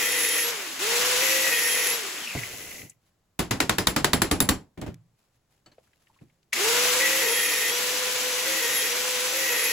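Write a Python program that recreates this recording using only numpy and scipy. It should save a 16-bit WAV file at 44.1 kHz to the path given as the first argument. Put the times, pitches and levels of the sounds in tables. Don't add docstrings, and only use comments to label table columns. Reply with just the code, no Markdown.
import sys
import numpy as np
from scipy import signal
from scipy.fft import rfft, irfft, next_fast_len
from scipy.io import wavfile
from scipy.ndimage import map_coordinates

SR = 44100
rng = np.random.default_rng(int(sys.argv[2]) if len(sys.argv) > 2 else 0)


def transcribe(u):
    v = np.clip(np.atleast_2d(u).T, -1, 1)
    q = np.round(v * 32767).astype(np.int16)
    wavfile.write(sys.argv[1], SR, q)


N = 428652
TIME = np.arange(N) / SR
TOP_HZ = 16300

# on_s, off_s, level_db, surge_db (extra at the start), surge_length_s,
# strain_db (extra hum under the strain of starting)
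RUNS = [(-1, .5, 0, 0, .5, 0), (.792, 1.955, 0, 4.5, .7, .5), (6.526, 10, .7, 5.1, .6, 3.5)]
FREE_HZ = 167.3
SPIN_UP_S, COAST_S = .052, .5
SPIN_UP_SHAPE = .78
FRICTION_HZ, STALL_HZ = 24, 11


def unloaded_speed():
    speed = np.zeros(N)
    for on, off, *_ in RUNS:
        driven_s, coasted_s = np.clip(TIME - on, 0, off - on), np.maximum(TIME - off, 0)
        approach = np.exp(-(driven_s / SPIN_UP_S) ** SPIN_UP_SHAPE)
        reached = FREE_HZ + (np.interp(on, TIME, speed) - FREE_HZ) * approach
        coasted = (reached + FRICTION_HZ) * np.exp(-coasted_s / COAST_S) - FRICTION_HZ
        speed = np.where(TIME < on, speed, np.maximum(coasted, 0))
    return speed


def still_turning(speed):
    return np.clip(speed / STALL_HZ, 0, 1) ** 2


def run_gain():
    db = np.zeros(N)
    for on, _, level_db, surge_db, length, _ in RUNS:
        surge = surge_db / (1 + np.abs((TIME - on) / length) ** 5)
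        db = np.where(TIME < on, db, level_db + surge)
    return amp(db)


# driven_db, driven_power_of_speed, free_fan_db, free_fan_power_of_speed
RUSH_LAW = (-49, 4.5, -35.5, 0.9)
HISS_LAW = (-36.5, 2.06, -34.5, 0.64)


def air_gain(law, speed, power):
    driven_db, driven_power, free_db, free_power = law
    pace = speed / FREE_HZ
    driven = amp(driven_db) * power * pace ** driven_power
    free = amp(free_db) * pace ** free_power
    return still_turning(speed) * run_gain() * (driven + free)


# (per Hz, relative)
RUSH = [(25, -39.5), (60, -23), (130, -15.5), (300, -7), (430, -2), (700, -4), (1200, -0.5), (2000, 1.5),
        (3000, -2.5), (5000, -17.5), (10000, -41)]
HISS = [(700, -33.5), (1700, -8), (2600, 1.5), (3300, 0.5), (4400, 0), (6500, 0), (8500, -2.5),
        (11500, -4.5), (14000, -7.5), (15700, -13), (16100, -45)]
CROWN_TEETH, PINION_TEETH = 36, 11


def fan_air(speed, power, turn):
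    rush = air_gain(RUSH_LAW, speed, power) * amp(0.99 * wobble(30)) * spread(colour(RUSH))
    pulse = 1 + 0.32 * np.cos(turn * CROWN_TEETH / PINION_TEETH)
    hiss = air_gain(HISS_LAW, speed, power) * amp(0.68 * wobble(60)) * spread(colour(HISS), pulse)
    return rush + hiss


# turn_multiple (rounded to whole), level_db (relative), power_of_speed
WHINE = [(21, -22, 2), (24, -24.5, 2), (36, -12, 20), (71.7, -14.5, 0.3)]
WHINE_LIFT_DB_PER_HZ = 1.5


def gear_whine(speed, power, load, turn):
    pace = speed / FREE_HZ
    tones = 0
    for multiple, db, grows in WHINE:
        tones += amp(db + 3.2 * wobble(18)) * pace ** grows * np.sin(round(multiple) * turn)
    gain = air_gain(HISS_LAW, speed, power) * amp(-3.5 - 5 * load + WHINE_LIFT_DB_PER_HZ * sag())
    return np.sqrt(2) * tones * gain


HUM_HARMONICS_DB = [0, -10, -12.5]
HUM_DB, HUM_SKIM_DB, HUM_DIG_DB = -38.5, -11.5, -4
GRAB_HUM_DB, GRAB_ARMATURE_DB = 8, -3.5
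STRAIN_S, HUM_CUT_HZ = 0.17, 365


def spindle_hum(speed, power, load, dug, grab):
    pace, hum_hz = speed / FREE_HZ, 3 * speed
    shudder = (.012 + 0.024 * dug + 0.18 * (1 - pace)) * wobble(140)
    strain_db = sum(db * held(on, on + STRAIN_S, BITE_ATTACK_S, RECOVER_S) for on, *_, db in RUNS)
    driven = power / (1 + (HUM_CUT_HZ / (hum_hz + 1)) ** 16)
    coasting = (1 - power) * amp(-5) * pace ** 2
    cut_db = GRAB_HUM_DB * grab + HUM_SKIM_DB * (load - dug) + HUM_DIG_DB * dug
    gain = (driven + coasting) * amp(HUM_DB + strain_db + cut_db + 1.4 * wobble(35))
    turn = phase(hum_hz * (1 + shudder))
    tones = sum(amp(db) * np.sin(k * turn + [[.35], [-.35]]) for k, db in enumerate(HUM_HARMONICS_DB, 1))
    return np.sqrt(2) * run_gain() * gain * tones


ARMATURE_DB, ARMATURE_DIG_DB = -38.5, -5


def armature_tone(speed, load, dug, grab):
    turn = phase(speed * CROWN_TEETH / PINION_TEETH * (1 + .005 * wobble(70)))
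    level_db = ARMATURE_DB + ARMATURE_DIG_DB * dug + GRAB_ARMATURE_DB * grab + 2.0 * wobble(25)
    return np.sqrt(2) * run_gain() * load * amp(level_db) * np.sin(turn + [[.35], [-.35]])


def motor(speed, power, load, dug):
    unsteady = (.0026 + .003 * load) * wobble(70) + .012 * dug * wobble(160)
    turn = phase(speed * (1 + unsteady))
    grab = 0
    for start, _, _, _, skim, *_, length in BITES:
        grab += held(start + skim, start + skim + length, BITE_ATTACK_S, BITE_RELEASE_S)
    air = fan_air(speed, power, turn) + gear_whine(speed, power, load, turn)
    return air + spindle_hum(speed, power, load, dug, grab) + armature_tone(speed, load, dug, grab)


# start_s, end_s, ring_db, sizzle_db, skim_length_s, drone_db,
# lost_turns_hz (when dug in), shock_db (ring change at first contact), grab_length_s; layers trimmed below
BITES = [(-.5, 0.422, -27, -31, .3, -39.5, 14.3, -1.5, .05),
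         (1.203, 1.913, -27, -30.5, .3, -46.5, 13.5, 1, .03),
         (6.992, 7.701, -28.5, -31.5, .22, -44, 13, 9.5, 0.13),
         (8.45, 8.867, -31, -33, .14, -45.5, 12, 1, .07),
         (9.328, 9.996, -29, -32, .15, -46, 10.5, -3, 0.05)]
BITE_ATTACK_S, BITE_RELEASE_S = 0.011, 0.016
SKIM_SAG_HZ, DIG_S = 5.3, .035
RECOVER_S = .06


def sag():
    total = 0
    for start, end, _, _, skim, _, lost, *_ in BITES:
        total += SKIM_SAG_HZ * held(start, end, BITE_ATTACK_S, RECOVER_S)
        total += (lost - SKIM_SAG_HZ) * held(start + skim, end, DIG_S, RECOVER_S)
    return total


# freq_hz, width_hz, level_db (relative)
DISC = [(1863, 33, 2), (1986, 140, 2), (2106, 230, -9), (2492, 230, -4.5), (2675, 230, -9.5)]
# (per Hz, relative)
SIZZLE = [(2500, -18.5), (4500, -14), (6000, 2), (7000, -0.5), (8800, -7), (10300, 0), (11400, -1),
          (12500, 0), (14000, -2), (15700, -7.5), (16100, -46)]
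BITE_FADE_DB_PER_S = 1.5
BITE_SHOCK_S = .07
RING_WANDER, WANDER_RATE = .013, 20
DRONE_DIG_DB = -9


def disc_ring(pressure):
    ring = 0
    for mode in DISC:
        strength = amp(mode[2] + 1.2 * wobble(40)) * np.sqrt(mode[1])
        ring += strength * spread(body([mode]), pressure)
    bent = np.arange(N) + np.cumsum(RING_WANDER * wobble(WANDER_RATE))
    return np.array([map_coordinates(side, [bent], mode="mirror") for side in amp(-1.6) * unit(ring)])


def disc_squeal(turn):
    overtones = sum(amp(3.5 * wobble(28) - 4 * (k % 2)) * np.sin(k * turn) for k in range(11, 19))
    return amp(-7.5) * unit(filtered(overtones, body(DISC)))


def cutting(speed, dug):
    turn = phase(speed * (1 + .003 * wobble(20) + .005 * wobble(300)))
    beat = 2 * turn
    clumps = amp(1.3 * wobble(110) + 2.4 * wobble(700))
    pressure = clumps * (1 + 0.51 * np.cos(beat) + .3 * np.cos(2 * beat))
    rasp = filtered(disc_ring(pressure) + disc_squeal(turn), lambda f: 1 / (1 + (1600 / (f + 1)) ** 10))
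    drone = amp(1 + DRONE_DIG_DB * dug + 1.3 * wobble(20)) * np.sin(beat)
    sizzle = amp(1.5) * spread(colour(SIZZLE), pressure)
    rod_modes = [(6800, 220, -7.5), (11430, 100, 1.5), (12400, 200, 0.0)]  # freq_hz, width_hz, level_db
    shrill = amp(-5.0) * spread(body(rod_modes), pressure)
    ring_gain = sizzle_gain = drone_gain = 0
    for start, end, ring_db, sizzle_db, _, drone_db, _, shock_db, _ in BITES:
        contact = held(start, end, BITE_ATTACK_S, BITE_RELEASE_S)
        from_middle = np.clip(TIME, start, end) - (start + end) / 2
        shock = amp(shock_db * held(start, start, BITE_ATTACK_S, BITE_SHOCK_S))
        ring_gain += contact * shock * amp(ring_db - BITE_FADE_DB_PER_S * from_middle)
        sizzle_gain += contact * amp(sizzle_db)
        drone_gain += contact * amp(drone_db)
    return ring_gain * rasp + sizzle_gain * (sizzle + shrill) + drone_gain * drone


# turns_hz, level_db
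CHATTER = [(3, -50), (11.5, -46.5), (26, -45), (43, -46.5), (62, -35.5), (76, -35), (98, -45.5), (130, -68)]
# start_s, level_db (before trim)
CLACKS = [(2.387, -28), (2.414, -37), (2.4327, -24.5), (2.4548, -31.5), (6.529, -16.5), (6.562, -20.5)]
# freq_hz, width_hz, level_db (relative)
GEARBOX = [(2000, 120, 1), (2620, 420, -6), (3250, 370, -14.5), (5800, 1200, -29)]
# (per Hz, relative)
RUMBLE = [(30, -6), (130, 0), (300, -2), (450, 1), (700, -3.5), (1200, -19), (3000, -48.5)]


def gears(speed, power):
    meshing = np.clip((speed - 45) / 20, 0, 1)
    rattle = amp(4.5 * wobble(260) + .6 * wobble(35))
    chatter = amp(-2.0 - 8.2 * meshing) * spread(body(GEARBOX), rattle)
    mesh = phase(CROWN_TEETH * speed * (1 + .028 * wobble(500)))
    tone = np.sin(mesh) + amp(-19) * np.sin(2 * mesh)
    screech = amp(2.7 * wobble(59.9)) * meshing * wobble(420) * tone
    brushes = amp(1.0) * (1 - meshing) * spread(colour(SIZZLE))
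    rumble = amp(-5.0 + 1.4 * wobble(30)) * (1 - meshing) * spread(colour(RUMBLE))
    s, db = np.transpose(CLACKS)
    teeth = spread(body(GEARBOX)) + amp(-12.0) * spread(colour(HISS))
    clacks = decays(s, db - 2.5, attack=0.00055, t60=0.056) * teeth
    slack = (1 - power) * still_turning(speed) * amp(along(CHATTER, speed))
    return slack * (chatter + screech + brushes + rumble) + clacks


# start_s, crack_db, bench_thud_db, vise_db, high_ring_db,
# rise_s, ping_pitch_hz (of the spot that is hit), ping_db
BLOWS = [(3.39, -14.5, -28.5, -38.5, -30, .0012, 5500, -35),
         (3.508, -11.5, -29, -35.5, -33.5, .001, 4500, -35),
         (3.601, -7.5, -30, -24.5, -33, .0005, 3400, -22),
         (3.693, -8.5, -31.5, -21.5, -33, .0002, 3750, -11),
         (3.782, -11, -30.5, -25.5, -28.5, .0003, 2850, -26.5),
         (3.869, -8, -30.5, -18, -24, .0003, 3750, -9), (3.961, -8.5, -27, -32, -31, .0013, 4600, -27.5),
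         (4.043, -8, -29, -18.5, -28, .0003, 3650, -18.5), (4.131, -8, -25.5, -17, -24, .0003, 5900, -17),
         (4.217, -7.5, -29, -22, -26.5, .0003, 2200, -16),
         (4.311, -11, -25, -27.5, -26.5, .0012, 4550, -30.5),
         (4.402, -15.5, -25.5, -22, -17.5, .0002, 6400, -17.5),
         (4.488, -8.5, -26, -17.5, -21, .0003, 3350, -17)]
# freq_hz, width_hz, level_db (relative)
VISE = [(1730, 250, -6.5), (2480, 130, 0.5), (3700, 200, 5.5), (4620, 200, -0.5), (6000, 120, -5.5),
        (7430, 150, -7.5)]
# freq_hz, level_db (relative), t60_s
STEEL = [(3752, -17, 0.14), (4550, -12.5, 0.16), (4753, -14, .15), (5290, -15, .14), (6350, -17.5, .14),
         (7550, -3, .17), (8250, -3, 0.092), (10380, -5.5, .07), (10900, 0, 0.15), (11600, -13.5, .12),
         (12300, -9.5, .12), (14350, -11, .07), (15010, -4.5, .11), (15130, -6.5, .11)]
# (per Hz, relative)
CRACK = [(100, -11), (400, -5.5), (1000, 2.5), (2000, 0), (3000, -9), (5000, -11), (8000, -7.5),
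         (11000, -10), (14000, -15.5), (16000, -24)]
CLATTER = [(100, -9.5), (350, 6), (600, 1), (1100, 0), (2000, -3), (4000, -7), (8000, -11.5), (12000, -18),
           (16000, -32)]
BENCH = [(20, -13.5), (38, -5.5), (70, -3), (125, -0.5), (190, -2.5), (310, -1), (480, -14), (900, -15),
         (3000, -51)]
# freq_hz, width_hz, level_db (relative)
BENCH_MODE = [(188, 7.8, 0)]
PING_T60_S = 0.014
CLATTER_DB, CLATTER_GROWS = -17.5, 0.38
JINGLE_DB, JINGLE_T60_S = -23, 0.17
RING_BLUR_HZ = 18


def hammering():
    s, crack_db, thud_db, vise_db, ring_db, rise, ping_hz, ping_db = np.transpose(BLOWS)
    full = s + .0015
    crack = decays(full, crack_db - 3.3, attack=rise, t60=0.032) * spread(colour(CRACK))
    snap = decays(full, ring_db + 12.5, attack=rise, t60=0.0075) * spread(colour(SIZZLE))
    vise = decays(full, vise_db + 5.5, attack=.0006, t60=0.027) * spread(body(VISE))
    clatter_db = CLATTER_DB + CLATTER_GROWS * crack_db
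    clatter = decays(s, clatter_db - .7, attack=0.0024, t60=0.2) * spread(colour(CLATTER))
    bench = spread(colour(BENCH)) + amp(-11) * spread(body(BENCH_MODE))
    thud = decays(s, thud_db + 6.5, attack=0.0052, t60=0.26) * bench
    ring = np.zeros((2, N))
    for when, steel_db, loose_db in zip(full, ring_db, clatter_db):
        tools = [(hz, JINGLE_DB, JINGLE_T60_S) for hz in 900 * 7 ** rng.random(size=16)]
        add(ring, when, amp(steel_db - 3.5) * struck(STEEL, scatter_db=2.5))
        add(ring, when, amp(loose_db + 2.0) * struck(tools, scatter_db=4.0))
    pings = np.zeros((2, N))
    for when, hz, db in zip(full, ping_hz, ping_db):
        add(pings, when, struck([(hz, db, PING_T60_S)], scatter_db=1))
    return crack + snap + vise + pings + clatter + thud + ring * amp(2 * wobble(160))


# start_s, thud_db, click_db, steel_clink_db
KNOCKS = [(2.349, -29, -32, -48.5), (2.53, -51, -43.5, -59.5), (2.798, -47, -62, -72),
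          (2.828, -43.5, -54.5, -65.5), (4.774, -31.5, -44, -66), (4.815, -28, -35, -60),
          (4.862, -32.5, -38, -67), (4.877, -29.5, -44, -70), (5.66, -59.5, -55, -53),
          (5.716, -69, -62.5, -61), (6.211, -46, -61, -80)]
# (per Hz, relative)
CLICK = [(200, 0.5), (600, 9.5), (1200, -0.5), (2500, -3), (4500, -12), (8000, -16), (16000, -24)]
# freq_hz, level_db (relative), t60_s
ROD = [(303, -4, 0.22), (1330, -8, .09), (1720, -4.5, .1), (2164, -7.5, .11), (2966, -4, 0.12),
       (3736, -5, .07), (4183, 0, .06), (4484, 0.5, 0.077), (6142, -8.5, .06), (7693, -5, .08)]
BENCH_SOFT_HZ = 524
ROD_BLUR_HZ = 90


def bench_work():
    s, thud_db, click_db, clink_db = np.transpose(KNOCKS)
    soft = lambda f: colour(BENCH)(f) * f / (f + 80) / (1 + (f / BENCH_SOFT_HZ) ** 4)
    thuds = decays(s, thud_db + 4.5, attack=0.0081, t60=0.132) * spread(soft)
    room_modes = [(118.0, 18, 0), (170.0, 11, -1)]  # freq_hz, width_hz, level_db
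    boom = decays(s, thud_db - 6.5, attack=0.0027, t60=0.37) * spread(body(room_modes))
    clicks = decays(s, click_db, attack=0.00091, t60=0.16) * spread(colour(CLICK))
    clinks = np.zeros((2, N))
    for when, db in zip(s, clink_db):
        add(clinks, when, amp(db - 0.5) * struck(ROD, scatter_db=4, blur_hz=ROD_BLUR_HZ))
    return thuds + boom + clicks + clinks


# start_s, level_db, pitch_hz,
# width_octaves, t60_s
TICKS = [(2.896, -39.5, 7800, 0.57, 0.045), (4.814, -32, 6500, 1.6, 0.013),
         (4.943, -38.5, 4500, 2.8, 0.0088), (5.781, -53, 544, 0.65, 0.099), (5.781, -62, 1700, 1.6, 0.06),
         (5.872, -64, 1600, .9, .05), (5.932, -57, 2300, 0.89, 0.033), (6.069, -54.5, 2280, 0.59, 0.031),
         (6.098, -62, 934, .3, 0.075), (6.142, -66, 2800, .6, 0.054), (6.162, -64, 1000, .35, .09),
         (6.188, -57, 2100, .5, 0.039), (6.298, -62, 2390, 0.76, 0.036), (6.429, -61, 3000, 1.8, 0.026),
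         (6.524, -36, 2200, 1.9, .05), (6.5308, -20.5, 3666, 2.9, 0.057)]


def handling():
    track, t = np.zeros((2, N)), np.arange(SR // 5) / SR
    for s, db, hz, octaves, t60 in TICKS:
        edges = np.minimum(hz * 2 ** (np.array([-.5, .5]) * octaves), TOP_HZ)
        band = signal.butter(2, edges, "bandpass", fs=SR, output="sos")
        mid, side = unit(signal.sosfilt(band, rng.standard_normal((2, len(t)))))
        envelope = amp(db - 60 * t / t60) * (1 - np.exp(-t / .001))
        add(track, s, envelope * (mid + side * [[.5], [-.5]]))
    return track


# middle_s, length_s, level_db (before trim)
RUSTLES = [(3.076, .11, -71.5), (5.229, 0.1, -71), (5.351, .07, -75), (5.553, 0.092, -70.5),
           (6.024, 0.67, -71.5)]
# (per Hz, relative)
SLEEVE = [(100, -1), (500, 0.5), (2200, -3.5), (4000, -4.5), (8000, -6.5), (12000, -8), (16000, -16.5)]


def clothing():
    swells = sum(amp(db) * np.exp(-(2 * (TIME - middle) / length) ** 2) for middle, length, db in RUSTLES)
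    return swells * amp(2 * wobble(45) + 2.7 * wobble(400) - 0.5) * spread(colour(SLEEVE))


# (per Hz, relative)
QUIET = [(20, -3), (60, -1), (130, 3), (250, -6.5), (700, -11), (2500, -21), (8000, -22.5), (16000, -29)]


def quiet_room():
    return amp(-72.0) * spread(colour(QUIET))


def amp(db):
    return 10 ** (np.asarray(db) / 20)


def unit(x):
    return x / np.sqrt(np.mean(x ** 2) + 1e-20)


def along(points, hz):
    f, v = np.transpose(points)
    return np.interp(np.log(hz + 1), np.log(f + 1), v)


def wobble(rate):
    return map_coordinates(rng.standard_normal(int(N * rate / SR) + 4), [TIME * rate])


def phase(hz):
    return 2 * np.pi * np.cumsum(hz) / SR


def held(start, end, attack, release):
    rise = 1 - np.exp(-np.maximum(TIME - start, 0) / attack)
    return rise * np.exp(-np.maximum(TIME - end, 0) / release)


def decays(times, levels_db, attack, t60):
    power, t = np.zeros(N + SR), np.arange(SR) / SR
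    fall = amp(-60 * t / t60)
    for s, db, rise in zip(times, levels_db, np.broadcast_to(attack, len(times))):
        shape = (1 - np.exp(-t / rise)) * fall
        power[round(s * SR):][:SR] += (amp(db) * shape) ** 2
    return np.sqrt(power[:N])


def filtered(x, response):
    m = next_fast_len(N + 8192)
    return irfft(rfft(x, m) * response(np.fft.rfftfreq(m, 1 / SR)), m)[..., :N]


def colour(points):
    return lambda f: amp(along(points, f))


def body(modes):
    def response(f):
        total = 0
        for k, (c, w, db) in enumerate(modes):
            total = total + (-1) ** k * amp(db) * 1j * f * w / (c * c - f * f + 1j * f * w)
        return total
    return response


# freq_hz, correlation (1 is alike)
ALIKE = [(60, 1), (250, .87), (500, 0.57), (1000, 0.43), (2000, 0.72), (3200, 0.24), (4500, 0.21),
         (5400, 0.13), (6300, 0.32), (7200, 1)]


def spread(response, force=1):
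    def mid_side(f):
        turn = np.arccos(np.clip(along(ALIKE, f), -1, 1)) / 2
        return response(f) * np.array([np.cos(turn), np.sin(turn)])
    mid, side = filtered(force * rng.standard_normal((2, N)), mid_side)
    return unit(np.array([mid + side, mid - side]))


def struck(modes, scatter_db, blur_hz=RING_BLUR_HZ):
    t = np.arange(SR // 4) / SR
    hz, db, t60 = np.transpose(modes)[:, :, None]
    level_db = db + scatter_db * rng.standard_normal(hz.shape)
    gain = amp(level_db - 60 * t / t60) * (1 - np.exp(-t / .001))
    detuned = hz * (1 + 0.0011 * rng.standard_normal(hz.shape))
    angle = 2 * np.pi * (detuned * t + rng.random(hz.shape))
    blur = np.cumsum(rng.standard_normal(angle.shape), axis=1) * np.sqrt(2 * np.pi * blur_hz / SR)
    side_phase = 0.56 * rng.standard_normal((2, len(hz), 1))
    return np.sum(gain * np.sin(angle + blur + side_phase), axis=1)


def add(track, s, sound):
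    track[:, round(s * SR):][:, :sound.shape[1]] += sound


POWER_FADE_S = 0.02


def scene():
    power = np.clip(sum(held(on, off, 0.031, POWER_FADE_S) for on, off, *_ in RUNS), 0, 1)
    load = sum(held(start, end, BITE_ATTACK_S, BITE_RELEASE_S) for start, end, *_ in BITES)
    dug = sum(held(start + skim, end, DIG_S, BITE_RELEASE_S) for start, end, _, _, skim, *_ in BITES)
    speed = unloaded_speed() * (1 - sag() / FREE_HZ)
    grinder = motor(speed, power, load, dug) + cutting(speed, dug) + gears(speed, power)
    return grinder + hammering() + bench_work() + handling() + clothing() + quiet_room()


# freq_hz, left_minus_right_db
LEAN = [(60, .2), (250, -1.8), (500, -1), (1000, .7), (2000, 2), (3500, 2.6), (6000, 1.3), (8000, 0)]
# freq_hz, lag_cycles
TWIST = [(7100, 0), (9100, .5), (11150, 1), (13250, 1.5), (15200, 2)]


def record(dry):
    sides = np.array([[.5], [-.5]])
    lean = lambda f: amp(sides * along(LEAN, f))
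    twist = lambda f: np.exp(-2j * np.pi * sides * along(TWIST, f))
    return filtered(dry, lambda f: lean(f) * twist(f) * (f < TOP_HZ))


dry = scene()
out = record(dry)
transcribe(out)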